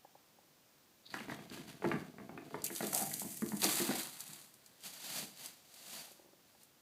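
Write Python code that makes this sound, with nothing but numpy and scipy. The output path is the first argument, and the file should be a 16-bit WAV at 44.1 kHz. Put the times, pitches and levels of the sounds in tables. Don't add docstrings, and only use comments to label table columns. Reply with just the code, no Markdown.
import sys
import numpy as np
from scipy import signal
from scipy.fft import rfft, irfft
from scipy.io import wavfile

SR = 44100
rng = np.random.default_rng(int(sys.argv[2]) if len(sys.argv) > 2 else 0)


def log_audio(samples):
    frames = np.atleast_2d(samples).T
    limited = np.clip(frames, -1, 1)
    pcm = np.round(limited * 32767).astype(np.int16)
    wavfile.write(sys.argv[1], SR, pcm)


N = 300321
TIME = np.arange(N) / SR



def amp(db):
    return 10 ** (np.asarray(db) / 20)


def unit(x):
    return x / np.sqrt(np.mean(x ** 2) + 1e-20)


def read(points, hz):
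    f, value = np.transpose(points)
    return np.interp(np.log(hz + 1), np.log(f), value)


def level(rows, axis=1):
    rows = np.asarray(rows)
    return amp(np.interp(TIME, rows[:, 0], rows[:, axis], left=-140, right=-140))


def strokes(rows):
    power = 0
    for s, db, rise, fall in rows:
        twenties_below_peak = np.maximum((s - TIME) / rise, (TIME - s) / fall).clip(0, 10)
        power = power + amp(db - 20 * twenties_below_peak) ** 2
    return np.sqrt(power)


def add(mix, s, sound):
    part = mix[max(round(s * SR), 0):][:len(sound)]
    part += sound[:len(part)]


def colour(x, points, centre_hz=1000, focus_db=0):
    hz = np.fft.rfftfreq(len(x), 1 / SR)
    octaves = np.log2((hz + 1) / centre_hz)
    gain = amp(read(points, hz) - focus_db * octaves ** 2)
    return unit(irfft(rfft(x) * gain, len(x)))


def wander(rate_hz):
    hz = np.fft.rfftfreq(N, 1 / SR)
    return unit(irfft(rfft(rng.standard_normal(N)) * np.exp(-(hz / rate_hz) ** 2), N))


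def grains(per_s, spread_db):
    size = amp(spread_db * np.minimum(rng.exponential(1, N), 5))
    return unit(size * rng.choice([-1, 1], N) * (rng.random(N) < per_s / SR))


def ring(modes, t):
    return sum(amp(db - 60 * t / t60) * np.sin(2 * np.pi * hz * t) for hz, db, t60 in modes)


# t/s, level/dB, centre f/Hz
FINGER_TAPS = [(0.048, -54, 889.7), (0.152, -56.5, 803.8), (0.386, -61.5, 843), (6.079, -62.5, 623.4),
               (6.112, -59.5, 346.6), (6.194, -58.5, 357), (6.218, -67, 310), (6.244, -64, 328),
               (6.258, -63, 344.4), (6.286, -64.5, 353), (6.331, -61.5, 303.7), (6.548, -64, 1100)]
# f/Hz, level/dB, t60/s
CAMERA_MODES = [(366.84, 2, 0.02712), (560.48, 5.5, 0.02378), (811.49, 7.5, 0.02357),
                (921.23, -5.5, 0.0272), (1707, -5, 0.0267)]


def taps(gain_db=3, focus_db=7, rise=0.002394):
    out, t = np.zeros(N), np.arange(4096) / SR
    for s, db, centre_hz in FINGER_TAPS:
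        modes = [(hz, mode_db - focus_db * np.log2(hz / centre_hz) ** 2, t60)
                 for hz, mode_db, t60 in CAMERA_MODES]
        tap = ring(modes, t) * (1 - np.exp(-t / rise))
        add(out, s, amp(db + gain_db) * tap / abs(tap).max())
    return out


# t/s, level/dB
SCAMPER_LEVEL = [(1.02, -83), (1.13, -57), (1.7, -55), (2.3, -53.5), (2.95, -52), (3.35, -59), (3.9, -55),
                 (4.2, -76), (4.7, -77)]
# f/Hz, level/dB, undamped t60/s
FLOOR_MODES = [(80, -8, .45), (98, -2, 0.16914), (128.58, -4, 0.07), (159, -1, 0.085), (208, 2, 0.1),
               (263.13, 0, 0.11272), (317.09, -0.5, 0.10643), (388, 1, 0.086), (490, -10, 0.1535),
               (667.97, 0, 0.10548)]
# f/Hz, level/dB
CLAW_AND_QUILT_TONE = [(100, 14.5), (300, -9), (1500, 1.5), (3000, 2.5), (4500, 2), (5500, -0.5),
                       (9000, -5), (15000, -7)]


def scamper(gain_db=-5, claws_db=-13):
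    boards = [(hz, db, t60 / 2) for hz, db, t60 in FLOOR_MODES]
    footfalls = grains(per_s=110, spread_db=0.5)
    steps = signal.fftconvolve(footfalls, ring(boards, np.arange(8192) / SR))[:N]
    claws = colour(grains(per_s=2500, spread_db=3), CLAW_AND_QUILT_TONE)
    return amp(gain_db) * level(SCAMPER_LEVEL) * (unit(steps) + amp(claws_db) * claws)


# peak t/s, level/dB, centre f/Hz
CLAW_SCRATCHES = [(1.064, -59, 4100), (1.103, -56, 4300), (1.16, -53, 1350), (1.186, -55, 2600),
                  (1.315, -57, 3400), (2.668, -55, 2650), (2.763, -51, 3500)]
SCRATCH_RISE_S, SCRATCH_FALL_S = .02, .05


def scratches(focus_db=90):
    out = np.zeros(N)
    for s, db, hz in CLAW_SCRATCHES:
        stroke = strokes([(s, db, SCRATCH_RISE_S, SCRATCH_FALL_S)])
        skips = grains(per_s=1500, spread_db=2.5)
        out += stroke * colour(skips, CLAW_AND_QUILT_TONE, hz, focus_db)
    return out


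# t/s, level/dB, centre f/Hz
SHARP_CRACKS = [(1.064, -51, 4000), (1.1403, -37, 2800), (1.4998, -46, 4010), (2.6197, -42, 6647),
                (2.642, -21, 13210), (2.6492, -29, 11110), (2.6642, -28.5, 9033), (2.7512, -32, 10910),
                (2.7615, -30, 8000), (2.869, -29, 10360), (2.931, -30, 9500), (2.9477, -20, 9500),
                (2.9762, -26, 10860), (3.023, -28.5, 9086), (3.1395, -29, 8812), (3.197, -28.5, 11310),
                (3.4883, -34, 8762), (3.57, -37, 9500), (3.619, -27, 4218), (3.642, -17.5, 5200),
                (3.6657, -28.5, 3950), (3.7164, -32, 9600), (4.032, -34, 7060), (4.2052, -32, 8429),
                (4.2787, -42, 9280), (4.3336, -40, 7410), (4.4144, -46, 5515), (4.5406, -49.5, 9940),
                (4.6618, -48, 6664), (4.806, -51, 10800), (4.8376, -42, 4375), (5.3732, -45, 4667),
                (5.4595, -34, 7925), (5.7409, -45, 7913), (6.117, -47.5, 10900), (6.6333, -48, 12300)]
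# f/Hz, level/dB
CLOTH_TONE = [(50, -12.5), (180, 1), (300, 0), (420, -6), (680, 2.5), (1100, -3), (2000, 0.5), (3600, 4),
              (4600, 6.5), (5600, 4), (7500, 3.5), (11000, 0.5), (15500, 1.5)]
CRACK_T60_S = 0.020207


def snaps(gain_db=-5, focus_db=6, spread_db=1.5):
    out, t = np.zeros(N), np.arange(4096) / SR
    crack = amp(13) * signal.unit_impulse(len(t), 30)
    for s, db, hz in SHARP_CRACKS:
        sizes = amp(spread_db * rng.exponential(1, len(t)).clip(0, 4))
        clicks = unit(rng.choice([-1, 1], len(t)) * sizes)
        fade = amp(db + gain_db - 60 * t / CRACK_T60_S)
        add(out, s, colour(crack + clicks, CLOTH_TONE, hz, focus_db) * fade)
    return out


# peak t/s, level/dB, time to rise 20 dB/s
QUILT_TUGS = [(1.11, -61, 0.0321), (1.155, -52.5, 0.0388), (1.305, -55.5, 0.0337), (1.4, -65.5, 0.001),
              (1.534, -53, 0.0417), (1.685, -58.5, 0.0403), (1.848, -57.5, 0.0495), (1.92, -61, 0.0597),
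              (1.99, -62.5, 0.0205), (2.55, -63, 0.1819), (2.6, -68, 0.25)]
TUG_FALL_S = 0.17918


def quilt(gain_db=2, catch_db=2, claws_db=-4):
    plucks = grains(per_s=260, spread_db=3.5)
    brushes = grains(per_s=4000, spread_db=-1.5)
    brushing = colour(brushes + amp(claws_db) * plucks, CLAW_AND_QUILT_TONE)
    tugging = strokes([(s, db, rise, TUG_FALL_S) for s, db, rise in QUILT_TUGS])
    return amp(gain_db + catch_db * wander(rate_hz=75.4)) * tugging * brushing


# t/s, knock level/dB, knock centre f/Hz, thud level/dB, thud centre f/Hz
PAW_LANDINGS = [(1.141, -30, 1254, -49, 330), (1.204, -38, 950, -50, 230), (1.283, -42, 803, -46, 251.5),
                (1.297, -34.5, 1100, -52.5, 216.3), (1.319, -36, 980, -45.5, 128.1),
                (1.389, -44.5, 1900, -51, 210.9), (1.512, -48, 2000, -50, 259.5),
                (1.573, -45, 931.6, -53.5, 357.8), (1.597, -61.5, 1090, -48, 163.1),
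                (1.821, -38, 1300, -48, 413.8), (1.842, -29.5, 690.3, -35, 360.9),
                (1.85, -28.5, 1500, -41, 386.1), (1.863, -51.5, 929, -36.5, 152.2),
                (1.915, -25.5, 1400, -39.5, 388.4), (1.939, -36, 600, -35.5, 170),
                (2.183, -44, 1200, -53, 175), (2.199, -46, 1200, -53, 250), (2.293, -41, 1200, -52, 190),
                (2.376, -38.5, 1900, -50, 290), (2.508, -50, 720, -54, 395),
                (2.543, -32, 888.5, -44.5, 400.4), (2.702, -39, 1100, -48, 340),
                (2.806, -31, 1000, -44, 194.9), (2.829, -37, 755, -41, 350), (2.862, -48, 700, -45, 220),
                (2.929, -37, 800, -56, 200), (3.017, -41, 748, -45, 202.2),
                (3.072, -51.5, 824, -46.5, 164.9), (3.114, -40, 3200, -63.5, 158.8),
                (3.217, -39, 750, -50, 202.9), (3.249, -51, 775, -44, 186.9), (3.421, -37.5, 967, -35, 215),
                (3.519, -38, 1200, -45, 213.2), (3.533, -43, 752, -38, 195), (3.629, -35, 2800, -43, 380),
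                (3.647, -29, 650, -37, 330), (3.8, -35, 1507, -36, 297.5), (3.89, -34, 1159, -34.5, 270),
                (3.91, -31, 850, -48, 359.9), (4.29, -62, 2000, -57, 159.1), (5.225, -49, 904, -52, 190)]
# f/Hz, level/dB
KNOCK_TONE = [(100, -11.5), (400, -1), (700, 6), (900, 3), (1350, 2), (1900, 5.5), (2600, -4), (3600, -13),
              (6000, -22), (15000, -38)]
KNOCK_T60_S = 0.027172
BOARD_COUNT = 14
BOARD_LOW_HZ, BOARD_HIGH_HZ, BOARD_DB = 451.38, 3498.9, -0.5


def knocks(gain_db=-3, focus_db=3, rise=0.0005464, contact_db=19):
    out, t = np.zeros(N), np.arange(4096) / SR
    contact = amp(contact_db) * signal.unit_impulse(len(t), 60)
    fade = amp(-60 * t / KNOCK_T60_S) * (1 - np.exp(-t / rise))
    for s, db, hz, _, _ in PAW_LANDINGS:
        pitches = BOARD_LOW_HZ * (BOARD_HIGH_HZ / BOARD_LOW_HZ) ** rng.random(BOARD_COUNT)
        board = np.sin(2 * np.pi * (pitches * t[:, None] + rng.random(BOARD_COUNT))).sum(1)
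        clatter = colour(contact + rng.standard_normal(len(t)), KNOCK_TONE, hz, focus_db)
        clatter += amp(BOARD_DB) * colour(board, KNOCK_TONE, hz, focus_db)
        add(out, s, amp(db + gain_db) * unit(clatter * fade) * np.sqrt(np.mean(fade ** 2)))
    return out


def thuds(gain_db=-14, board_t60_at_200_hz=0.07338, floor_db=-5, focus_db=6, press=0.004585):
    out, t = np.zeros(N), np.arange(8192) / SR
    for s, *_, db, centre_hz in PAW_LANDINGS:
        board = ring([(centre_hz, 0, board_t60_at_200_hz * np.sqrt(200 / centre_hz))], t)
        shifts = rng.uniform(.9, 1.1, len(FLOOR_MODES))
        floor = ring([(hz * shift, mode_db - focus_db * np.log2(hz / centre_hz) ** 2, t60)
                      for (hz, mode_db, t60), shift in zip(FLOOR_MODES, shifts)], t)
        loading = 1 - np.exp(-t / press)
        add(out, s, amp(db + gain_db) * unit((board + amp(floor_db) * floor) * loading))
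    return out


# t/s, thread hiss level/dB, pressed rub level/dB
CLOTH_DRAG = [(2.64, -59, -76.5), (2.73, -48, -64), (2.86, -43.5, -49), (2.92, -46.5, -56),
              (2.95, -32.5, -52), (3.05, -42, -64), (3.37, -47, -75), (3.55, -50.5, -70), (3.6, -47.5, -63),
              (3.635, -31.5, -34), (3.69, -35.5, -40.5), (3.79, -34.5, -41), (3.93, -46.5, -46.5),
              (3.99, -39, -44), (4.09, -51, -55), (4.38, -55.5, -59.5), (4.56, -69, -74), (4.8, -73, -71.5)]
# f/Hz, level/dB
THREAD_TONE = [(600, -37.5), (2000, -8), (3300, -8.5), (5000, -4.5), (6200, -0.5), (8200, 3), (11000, 1),
               (14000, 1), (16000, 2)]
# f/Hz, level/dB
RUB_TONE = [(50, -3), (170, 1), (330, -1.5), (480, -11), (720, 2.5), (950, 0), (2200, 0.5), (3100, 1),
            (4200, 5.5), (6000, -2.5), (12000, -9.5)]
CRUMPLE_DB, CRUMPLE_RISE_S, CRUMPLE_FALL_S = -15.5, 0.00311, .05


def near_cloth(hiss_db=-0.5, rub_db=-1, catch_db=1.5):
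    catching = amp(catch_db * wander(rate_hz=86.3))
    flecks = amp(-8.5) * grains(per_s=160, spread_db=3)
    crumpling = strokes([(s, db + CRUMPLE_DB, CRUMPLE_RISE_S, CRUMPLE_FALL_S)
                         for s, db, _ in SHARP_CRACKS if s > CLOTH_DRAG[0][0]])
    threads = colour(grains(per_s=16000, spread_db=4.0) + flecks, THREAD_TONE)
    threads = threads * np.hypot(level(CLOTH_DRAG), crumpling)
    rub = colour(grains(per_s=12000, spread_db=4.0), RUB_TONE) * level(CLOTH_DRAG, axis=2)
    return catching * (amp(hiss_db) * threads + amp(rub_db) * rub)


SKID_START_S, SKID_LENGTH_S, SKID_DB = 2.928, 0.10001, -50
SKID_START_HZ, SKID_END_HZ, SKID_FALL_S = 716.44, 780.92, .08


def skid(scrape_db=-3.5, judder_db=2):
    t = TIME - SKID_START_S
    pitch = np.interp(t, [0, SKID_LENGTH_S], [SKID_START_HZ, SKID_END_HZ])
    phase = 2 * np.pi * np.cumsum(pitch) / SR
    grip = .6 + wander(rate_hz=130) + 1j * wander(rate_hz=130)
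    chatter = unit((np.exp(1j * phase) * grip / np.sqrt(abs(grip))).real)
    scrape = colour(grains(per_s=590, spread_db=0.5), KNOCK_TONE, centre_hz=680, focus_db=9)
    fall_db = 20 * np.maximum(t - SKID_LENGTH_S, 0) / SKID_FALL_S
    sliding = (t > 0) * amp(SKID_DB + judder_db * wander(rate_hz=68.7) - fall_db)
    return sliding * (chatter + amp(scrape_db) * scrape)


# peak t/s, level/dB, time to rise 20 dB/s, time to fall 20 dB/s
CLOTH_SWISHES = [(4.858, -45, 0.0465, 0.0841), (4.94, -51.5, 0.0951, 0.1771), (5.06, -47, .12, 0.2377),
                 (5.185, -40, .22, .13), (5.4, -51.5, .04, 0.2431), (5.455, -51, 0.178, 0.1362),
                 (5.78, -58.5, 0.1852, 0.3382), (5.95, -47, 0.2493, 0.1799), (6.01, -52.5, 0.1372, 0.2235),
                 (6.5, -70, 0.1685, 0.1934), (6.62, -65, 0.0907, 0.0373)]


def swishes(catch_db=0.9776):
    weave = colour(grains(per_s=26000, spread_db=2.5), CLOTH_TONE)
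    return amp(catch_db * wander(rate_hz=85.6)) * strokes(CLOTH_SWISHES) * weave


# f/Hz, t60/s
ROOM_DECAY = [(100, 0.3784), (300, 0.40625), (1000, 0.41827), (4000, 0.3285), (14000, 0.1806)]


def room(x, gap=.004):
    t = np.arange(SR) / SR
    reflections = rng.choice([-1., 1.], SR) * (rng.random(SR) < .1) * (t > gap)
    hz, when, z = signal.stft(reflections, SR, nperseg=256)
    decay = amp(-60 * when / read(ROOM_DECAY, hz)[:, None])
    tail = signal.istft(z * decay, SR, nperseg=256)[1]
    return signal.fftconvolve(x, tail / np.linalg.norm(tail))[:N]


def scene():
    knock, thud = knocks(), thuds()
    far = quilt() + skid() + scratches()
    near = near_cloth() + swishes() + snaps() + taps()
    wet = room(amp(-6) * knock + amp(-5) * thud + amp(-11.5) * far + amp(-16.5) * near)
    return (knock + thud + far + near + scamper() + wet)[None]


# f/Hz, level/dB
MICROPHONE_PORT = [(30, -33), (60, -21.5), (100, -6.5), (140, 5.5), (3400, 1), (4300, 0.5), (4800, 3.5),
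                   (5100, -4.5), (6200, 0.5), (13000, 1.5), (15600, -8.5)]
# f/Hz, level/dB
BACKGROUND_TONE = [(15, -40), (25, -18), (48, -19), (126, -2.5), (349, -4), (410, -7.5), (509, -6),
                   (567, -5.5), (722, -8.5), (1400, -11.5), (1800, -13), (2770, -13.5), (5580, -13.5),
                   (10100, -19), (15500, -14)]
BACKGROUND_DB = -66.5
BAND_LIMIT_HZ = 15550


def record(dry):
    log_gain = np.log(amp(read(MICROPHONE_PORT, abs(np.fft.fftfreq(8192, 1 / SR)))))
    minimum_phase = np.exp(np.conj(signal.hilbert(log_gain)))
    port = np.fft.ifft(minimum_phase).real[:2048]
    hiss = amp(BACKGROUND_DB) * colour(rng.standard_normal(N), BACKGROUND_TONE)
    heard = signal.oaconvolve(dry, port[None])[:, :N] + hiss
    band_limit = signal.firwin(511, BAND_LIMIT_HZ, window=("kaiser", 9), fs=SR)
    return signal.oaconvolve(heard, band_limit[None], "same")


dry = scene()
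out = record(dry)
log_audio(out)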